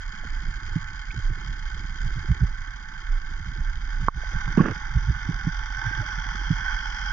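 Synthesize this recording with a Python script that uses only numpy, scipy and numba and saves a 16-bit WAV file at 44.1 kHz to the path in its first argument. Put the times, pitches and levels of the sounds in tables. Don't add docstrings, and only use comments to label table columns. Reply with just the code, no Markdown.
import sys
import numpy as np
from scipy import signal
from scipy.fft import rfft, irfft
from scipy.io import wavfile
from scipy.ndimage import uniform_filter1d, minimum_filter1d, map_coordinates
from numba import njit

SR = 44100
rng = np.random.default_rng(int(sys.argv[2]) if len(sys.argv) > 2 else 0)


def unload_audio(sound):
    columns = np.transpose(np.atleast_2d(sound))
    steps = np.round(np.clip(columns, -1, 1) * 32767)
    wavfile.write(sys.argv[1], SR, steps.astype(np.int16))


N = 313992
TIME = np.arange(N) / SR
FREQ = np.maximum(np.arange(N // 2 + 1) * SR / N, .01)

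# [t/s, f/Hz]
BLADE_RATE = [(0, 33.2), (3.8, 33.39), (4.3, 42.2), (4.9, 44.37), (6.0, 44.44), (7.1, 43.82)]
# [t/s, level/dB]
CAVITATION_LEVEL = [(0, -1.44), (2.2, -0.1), (2.55, -4), (3.85, -2.5), (4.3, 2), (4.95, -0.5), (5.9, 3.5),
                    (7.1, 7.5)]
# [t/s, load 0-1]
THROTTLE = [(0, 0), (3.8, 0.33), (4.3, 0.6), (5.4, 0.7), (5.9, 0.91), (7.1, 0.99)]
# [t/s, lower resonance f/Hz, upper resonance f/Hz]
CLOUD_RESONANCES = [(4.2, 3700, 5980), (5.7, 3560, 5700), (6.5, 3330, 5720), (7.1, 3220, 5430)]
# [t/s, rise level/dB, half length to 1/e t/s]
WHINE_SWELLS = [(4.47, 2.5, 0.19), (5.85, 3.5, 0.12), (6.7, 4.5, 0.088)]
# [t/s, delay t/s]
SURFACE_DELAY = [(0, 0.005195), (4.6, 0.0046), (5.6, 0.00304), (7.1, 0.0023)]
# [f/Hz, width f/Hz, signed gain at the left microphone, at the right microphone]
HOUSING_MODES = [(880, 65, 0.0077, 0.6052), (1118, 91, 0.072, 0.5), (1340, 3640, -0.052, -0.024),
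                 (1592.6, 356.3, 1.086, 3), (1591, 95.2, -0.66, -4), (1757.3, 261, -0.38, -2),
                 (2019, 153, -0.26, -0.41), (2138, 98, -0.33, -0.45), (2270, 42, -0.16, 0.34),
                 (2400, 120, -0.2, 0.13), (2920, 130, -0.194, 0.1569), (3194, 158, 0.5, 0.0455),
                 (4022, 347, 0.299, -0.13), (4380, 1410, -0.17, -0.0344), (4905, 313.0, 0.36, 0.0963),
                 (5440, 500, 0.099, 0), (5910, 810, 0.047, -0.0), (6290, 1300, 0.047, -0.0),
                 (7013, 330, -0.164, 0.03), (8970, 450, -0.12, 0.0354)]
# [f/Hz, time to fall 60 dB t/s, level/dB]
MOUNT_MODES = [(105, 0.073, -2.5), (162, 0.049, 0), (217, 0.067, -9), (278, 0.027, -8.5), (330, 0.027, -9),
               (470, 0.02, -4)]
# [t/s, peak level/dB, hardness of the contact f/Hz]
SINGLE_BUMPS = [(.25, -37, 257), (.485, -31, 121), (0.761, -15.5, 151), (1.49, -31.5, 81.3),
                (4.578, -7.5, 216), (4.604, -7, 185), (4.705, -22, 90), (5.292, -16.5, 155.5),
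                (5.472, -15, 155), (6.182, -30, 110), (6.35, -34.5, 220.3), (6.507, -12.5, 147)]
# [t/s, time to the second thud t/s, peak level/dB, hardness of the contact f/Hz, swing level/dB]
DOUBLE_THUDS = [(1.18, 0.13, -24.5, 83, -26), (1.746, .099, -34.5, 115, -35), (2.061, .112, -23.5, 88, -35),
                (2.306, 0.12, -12, 100.4, -14), (3.473, 0.12, -31.5, 125, -26),
                (4.03, 0.13, -24, 105, -22.5), (4.353, .127, -24, 113, -29), (4.963, 0.13, -15, 89, -15),
                (5.868, 0.13, -20, 69.4, -34)]
# [t/s, peak level/dB, swing rate f/Hz]
EDDY_SWAYS = [(1.263, -18, 27.1), (1.49, -26, 42.7), (3.131, -17, 28), (3.97, -23.5, 30)]
# [t/s, peak level/dB, pitch f/Hz]
GRIT_TICKS = [(.236, -38, 700), (4.235, -32, 680), (4.333, -43, 525), (4.478, -27, 1150), (4.573, -24, 800),
              (4.658, -19, 1410), (4.685, -22, 1490), (4.76, -28.5, 1700)]
# [t/s, peak level/dB, pitch f/Hz]
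NEAR_BUBBLES = [(1.105, -30.5, 2250), (1.11, -39, 2540), (1.113, -43, 3400), (4.591, -20.5, 1110),
                (6.02, -44, 602)]
# [delay t/s, peak level/dB, pitch f/Hz, decay t/s]
STRIKE_RINGS = [(0, -14.5, 424, 0.0007), (.0013, 8.5, 1177, 0.00057), (.0015, -1.5, 1150, 0.0013)]
# [t/s, level/dB, slip rate f/Hz]
SCRAPE_COURSE = [(4.565, -75, 260.4), (4.578, -26, 260.2), (4.61, -26.5, 229.7), (4.655, -26, 209.7),
                 (4.69, -31, 184.7), (4.72, -36, 158.6), (4.75, -80, 152)]
# [f/Hz, level per Hz/dB]
SCRAPE_OUTLINE = [(80, -19), (190, 4), (430, -1.5), (650, -15.5), (1100, -12), (1600, -9.5), (2200, -25.5),
                  (3000, -28), (3800, -49), (9000, -81)]
# [f/Hz, level per Hz/dB]
RUMBLE_OUTLINE = [(8, -16), (18, -1.5), (29, 1.5), (45, -5.5), (65, -13.5), (90, -23), (200, -38),
                  (500, -72.5), (2000, -115)]

CRACKLE_DB, WHINE_DB, WHINE_SHARE, WHINE_LOAD_DB, WHINE_WAVER_DB = -48, -40.5, 0.6, 3.5, 0.78
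SCATTER_DB, SCATTER_PAN_DB = -37.5, -5.5
CLOUD_GAP_RATIO, CLOUD_GAP_HZ, CLOUD_GAP_DEPTH = 1.132, 520.0, 0.7
TOUCH_LEAD_S, TOUCH_DB, SWING_HZ, SWING_LAG_S = 0.01577, -9.5, 60.3, 0.0041
TICK_CYCLES, BUBBLE_CYCLES, TICK_PAN_DB, BUBBLE_PAN_DB = 0.45, 2.9, -11, -9
STRIKE_S, STRIKE_PAN_DB = 4.0823, -9.5
RUMBLE_DB, RUMBLE_WANDER_DB, SLOSH_DB, SLOSH_LOAD_DB = -31.7, 2.5, -51.5, 2.5
STIR_DB, STIR_SHARE, STIR_S = -37, 0.29, 0.074
TRICKLE_RING_HZ, TRICKLE_WIDTH_HZ, TRICKLE_RING_DB = 330.5, 53.0, 2.5
TOP_HZ = 12000


def propeller(blade_hz):
    strength_db, = curves(CAVITATION_LEVEL)
    load, = curves(THROTTLE)
    swell_db = sum(db * hump(s, half_s) for s, db, half_s in WHINE_SWELLS)
    swell_db = swell_db + WHINE_WAVER_DB * walk(8)
    whine_db = WHINE_DB + WHINE_SHARE * strength_db + WHINE_LOAD_DB * load + swell_db
    bursts = collapses(blade_hz, jitter_s=.0007, spread_db=2.5, stray_rate=150, stray_db=-4.0, decay_s=0.0021)

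    big = rng.standard_normal(N) * np.sqrt(bursts + undb(6.5 - 3 * load))
    small = rng.standard_normal(N) * np.sqrt(bursts + undb(-10.5 + 11 * load))
    small = bubble_cloud(small, load)

    low_band = resonate(big, np.full(N, 860.), 200.)
    high_band = resonate(big, 1490 + 35 * walk(6.7), 90.)
    big = big + load * (undb(2.5) * low_band + undb(-1.0) * high_band)
    big = cut(cut(big, 774, "high", order=7), 2500, "low", order=6)
    whine = steady(housing(surface(big, gain=0.093)))

    small = cut(cut(small, 2430, "high", order=4), 7350, "low", order=13)
    scattered = rng.standard_normal((2, N)) * np.sqrt(bursts + undb(-13.5 + 13 * load))
    scattered = cut(cut(scattered, 4500, "high", order=4), 6400, "low", order=8)
    scattered = pan(scattered, SCATTER_PAN_DB) * undb(SCATTER_DB)
    through_wall = np.outer([.012, .012], small)
    crackle = steady(housing(small) + through_wall + scattered)
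    return whine * undb(whine_db) + crackle * undb(CRACKLE_DB + strength_db)


def collapses(blade_hz, jitter_s, spread_db, stray_rate, stray_db, decay_s):
    starts = np.flatnonzero(np.diff(np.floor(np.cumsum(blade_hz) / SR)))
    chance = rng.standard_normal((400, 2))[:len(starts)]
    strays = rng.random(N) < stray_rate / SR
    power = strays * undb(stray_db + spread_db * np.clip(rng.standard_normal(N), -2, 2)) ** 2
    at = np.clip(starts + (jitter_s * SR * chance[:, 0]).astype(int), 0, N - 1)
    power[at] += undb(spread_db * np.clip(chance[:, 1], -2, 2)) ** 2
    power = signal.lfilter([1], [1, -np.exp(-1 / (decay_s * SR))], power)
    return power / power.mean()


def bubble_cloud(x, load):
    lower_hz, upper_hz = curves(CLOUD_RESONANCES)
    x = x - load * resonate(x, np.full(N, 6900.), 800.)
    lower_ring = undb(5.0) * resonate(x, lower_hz, 250.0)
    upper_ring = undb(7.5) * resonate(x, upper_hz, 400.0)
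    x = x + load * (lower_ring + upper_ring)
    return x - CLOUD_GAP_DEPTH * load * resonate(x, CLOUD_GAP_RATIO * lower_hz, CLOUD_GAP_HZ)


def surface(x, gain):
    delay_s, = curves(SURFACE_DELAY)
    return x - gain * map_coordinates(x, [(TIME - delay_s) * SR], order=3)


def housing(x):
    out = np.zeros((2, N))
    for hz, width, left, right in HOUSING_MODES:
        mode = signal.lfilter(*signal.iirpeak(hz, hz / width, fs=SR), x)
        out += np.outer([left, right], mode)
    return out


def bumps():
    t = TIME[:SR // 4]
    ring = sum(undb(db) * np.cos(2 * np.pi * hz * t) * np.exp(-np.log(1000) * t / t60)
               for hz, t60, db in MOUNT_MODES)
    out, lead = np.zeros(N), .05
    pulls = [(s, db, hz) for s, db, hz, _ in thuds()]
    touches = [(s - TOUCH_LEAD_S, db + TOUCH_DB, hz) for s, db, hz in pulls]
    for s, db, hz in list(SINGLE_BUMPS) + pulls + touches:
        u = (np.pi * hz * (t - lead)) ** 2
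        push = (1 - 2 * u) * np.exp(-u)
        push = push + 0.74 * np.interp(t - min(.0068, 1.12 / hz), t, push)
        hit = signal.fftconvolve(push, ring)[:len(t)]
        add(out, s - lead, hit / np.abs(hit).max() * undb(db))
    return wall(out)


def thuds():
    return [(at, db, hz, swing_db)
            for s, gap_s, db, hz, swing_db in DOUBLE_THUDS for at in (s, s + gap_s)]


def sways():
    out, t = np.zeros(N), TIME[:SR // 4]
    swings = [(s + SWING_LAG_S, swing_db, SWING_HZ) for s, _, _, swing_db in thuds()]
    for s, db, hz in list(EDDY_SWAYS) + swings:
        cycles = hz * (t - t.mean())
        swing = np.cos(2 * np.pi * cycles) * np.exp(-((cycles - .2) / 1.18) ** 2)
        add(out, s - t.mean(), undb(db) * swing)
    return pan(out, -4.5)


def ticks():
    out = np.zeros((2, N))
    for s, db, hz in GRIT_TICKS:
        add(out, s, pan(ping(db, hz, TICK_CYCLES / hz), TICK_PAN_DB))
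    for s, db, hz in NEAR_BUBBLES:
        add(out, s, pan(ping(db, hz, BUBBLE_CYCLES / hz), BUBBLE_PAN_DB))
    for delay_s, db, hz, decay_s in STRIKE_RINGS:
        add(out, STRIKE_S + delay_s, pan(ping(db, hz, decay_s), STRIKE_PAN_DB))
    return out


def ping(db, hz, decay_s):
    t = TIME[:SR // 8]
    envelope = (t / decay_s) ** 2 * np.exp(-t / decay_s)
    ring = envelope * (np.sin(2 * np.pi * hz * t) + 0.3)
    return ring / np.abs(ring).max() * undb(db)


def scrape():
    db, slip_hz = curves(SCRAPE_COURSE)
    phase = np.cumsum(slip_hz * np.exp(.25 * walk(200))) / SR
    slips = np.diff(np.floor(phase), prepend=0) * undb(3.3 * walk(250))
    rough = colour(unit(slips) + .8 * rng.standard_normal(N), SCRAPE_OUTLINE)
    return wall(rough * undb(db - 1.5 + 2.5 * walk(110)))


def current(blade_hz):
    load, = curves(THROTTLE)
    churn = np.sqrt(undb(SLOSH_DB + SLOSH_LOAD_DB * load) ** 2 + stir())
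    rumble = colour(rng.standard_normal(N), RUMBLE_OUTLINE) * undb(RUMBLE_DB + RUMBLE_WANDER_DB * walk(7))
    slosh = gurgles(rate=70, pitch_hz=134.5, spread_db=5, tilt_db=-10) * churn
    trickle = gurgles(rate=90, pitch_hz=301.4, spread_db=6.5, tilt_db=-12.5) * churn * undb(-16)
    mount_ring = resonate(trickle, np.full(N, TRICKLE_RING_HZ), TRICKLE_WIDTH_HZ)
    trickle = trickle + undb(TRICKLE_RING_DB) * mount_ring
    throb = np.sin(2 * np.pi * np.cumsum(blade_hz) / SR) * undb(-45.5 + 13.8 * load + 2 * walk(4.6))
    return wall(rumble + throb + slosh + trickle)


def gurgles(rate, pitch_hz, spread_db, tilt_db):
    out, t = np.zeros(N), TIME[:SR // 10]
    t = t - t.mean()
    starts = np.cumsum(rng.exponential(1 / rate, size=900))
    for s, (pitch, size, glide, turn) in zip(starts, rng.standard_normal((900, 4))):
        if s < TIME[-1]:
            octaves = np.clip(.7 * pitch, -1.1, 1.9)
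            cycles = pitch_hz * 2 ** octaves * t
            wobble = np.sin(2 * np.pi * cycles * (1 + 0.087 * glide * cycles) + np.pi * turn)
            wobble = wobble * np.exp(-(cycles / 1.2) ** 2)
            level_db = spread_db * np.clip(size, -2, 2) + tilt_db * max(octaves, 0)
            add(out, s, wobble * undb(level_db))
    return unit(out)


def stir():
    return sum(undb(STIR_DB + STIR_SHARE * db) ** 2 * hump(s, STIR_S)
               for s, db, *_ in thuds() + list(SINGLE_BUMPS))


def wall(x):
    return pan(x, -4.5) + np.outer([-.2, .9], cut(x, 480, "high", order=1))


@njit
def resonate(x, hz, width):
    y, band, low = np.empty(len(x)), 0., 0.
    for i in range(len(x)):
        g, damping = np.tan(np.pi * hz[i] / SR), width / hz[i]
        v = (band + g * (x[i] - low)) / (1 + g * (g + damping))
        band, low, y[i] = 2 * v - band, low + 2 * g * v, damping * v
    return y


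def steady(x):
    return x / np.sqrt(uniform_filter1d(np.mean(x ** 2, axis=0), size=15000))


def colour(x, points):
    hz, db = np.transpose(points)
    outline = undb(np.interp(np.log(FREQ), np.log(hz), db))
    cepstrum = irfft(np.log(outline), N)
    cepstrum[1:N // 2] *= 2
    cepstrum[N // 2 + 1:] = 0
    return unit(irfft(rfft(x) * np.exp(rfft(cepstrum)), N))


def cut(x, hz, kind, order):
    return signal.sosfilt(signal.butter(order, hz, kind, fs=SR, output="sos"), x)


def pan(x, db):
    return undb([[db / 2], [-db / 2]]) * x


def walk(rate):
    k = int(SR / rate)
    held = rng.standard_normal(4096)[np.arange(N) // k]
    return 1.3 * uniform_filter1d(uniform_filter1d(held, k), k)


def hump(s, half_s):
    return np.exp(-np.minimum(((TIME - s) / half_s) ** 2, 50))


def curves(table):
    s, *columns = np.transpose(table)
    return [np.interp(TIME, s, c) for c in columns]


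def add(out, s, x):
    i = int(s * SR)
    out[..., i:i + x.shape[-1]] += x[..., :N - i]


def undb(db):
    return 10 ** (np.asarray(db) / 20)


def unit(x):
    return x / np.sqrt(np.mean(x ** 2))


def scene():
    blade_hz, = curves(BLADE_RATE)
    return propeller(blade_hz) + bumps() + sways() + ticks() + scrape() + current(blade_hz)


def limiter(x, ceiling, hold_s, release_s):
    peak = -minimum_filter1d(-np.abs(x).max(axis=0), size=180)
    over = np.log(np.maximum(peak / ceiling, 1)) + 1e-12
    half = int(hold_s * SR / 2)
    over = -minimum_filter1d(-over, 2 * half + 1, origin=half)
    held = np.exp(np.maximum.accumulate(np.log(over) + TIME / release_s) - TIME / release_s)
    return x * np.exp(-uniform_filter1d(held, size=90))


def record(dry):
    limited = limiter(dry, ceiling=0.98, hold_s=0.038, release_s=0.045)
    clipped = np.clip(limited, -.93, .93)
    return signal.sosfilt(signal.ellip(8, .2, 70, TOP_HZ, fs=SR, output="sos"), clipped)


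dry = scene()
out = record(dry)
unload_audio(out)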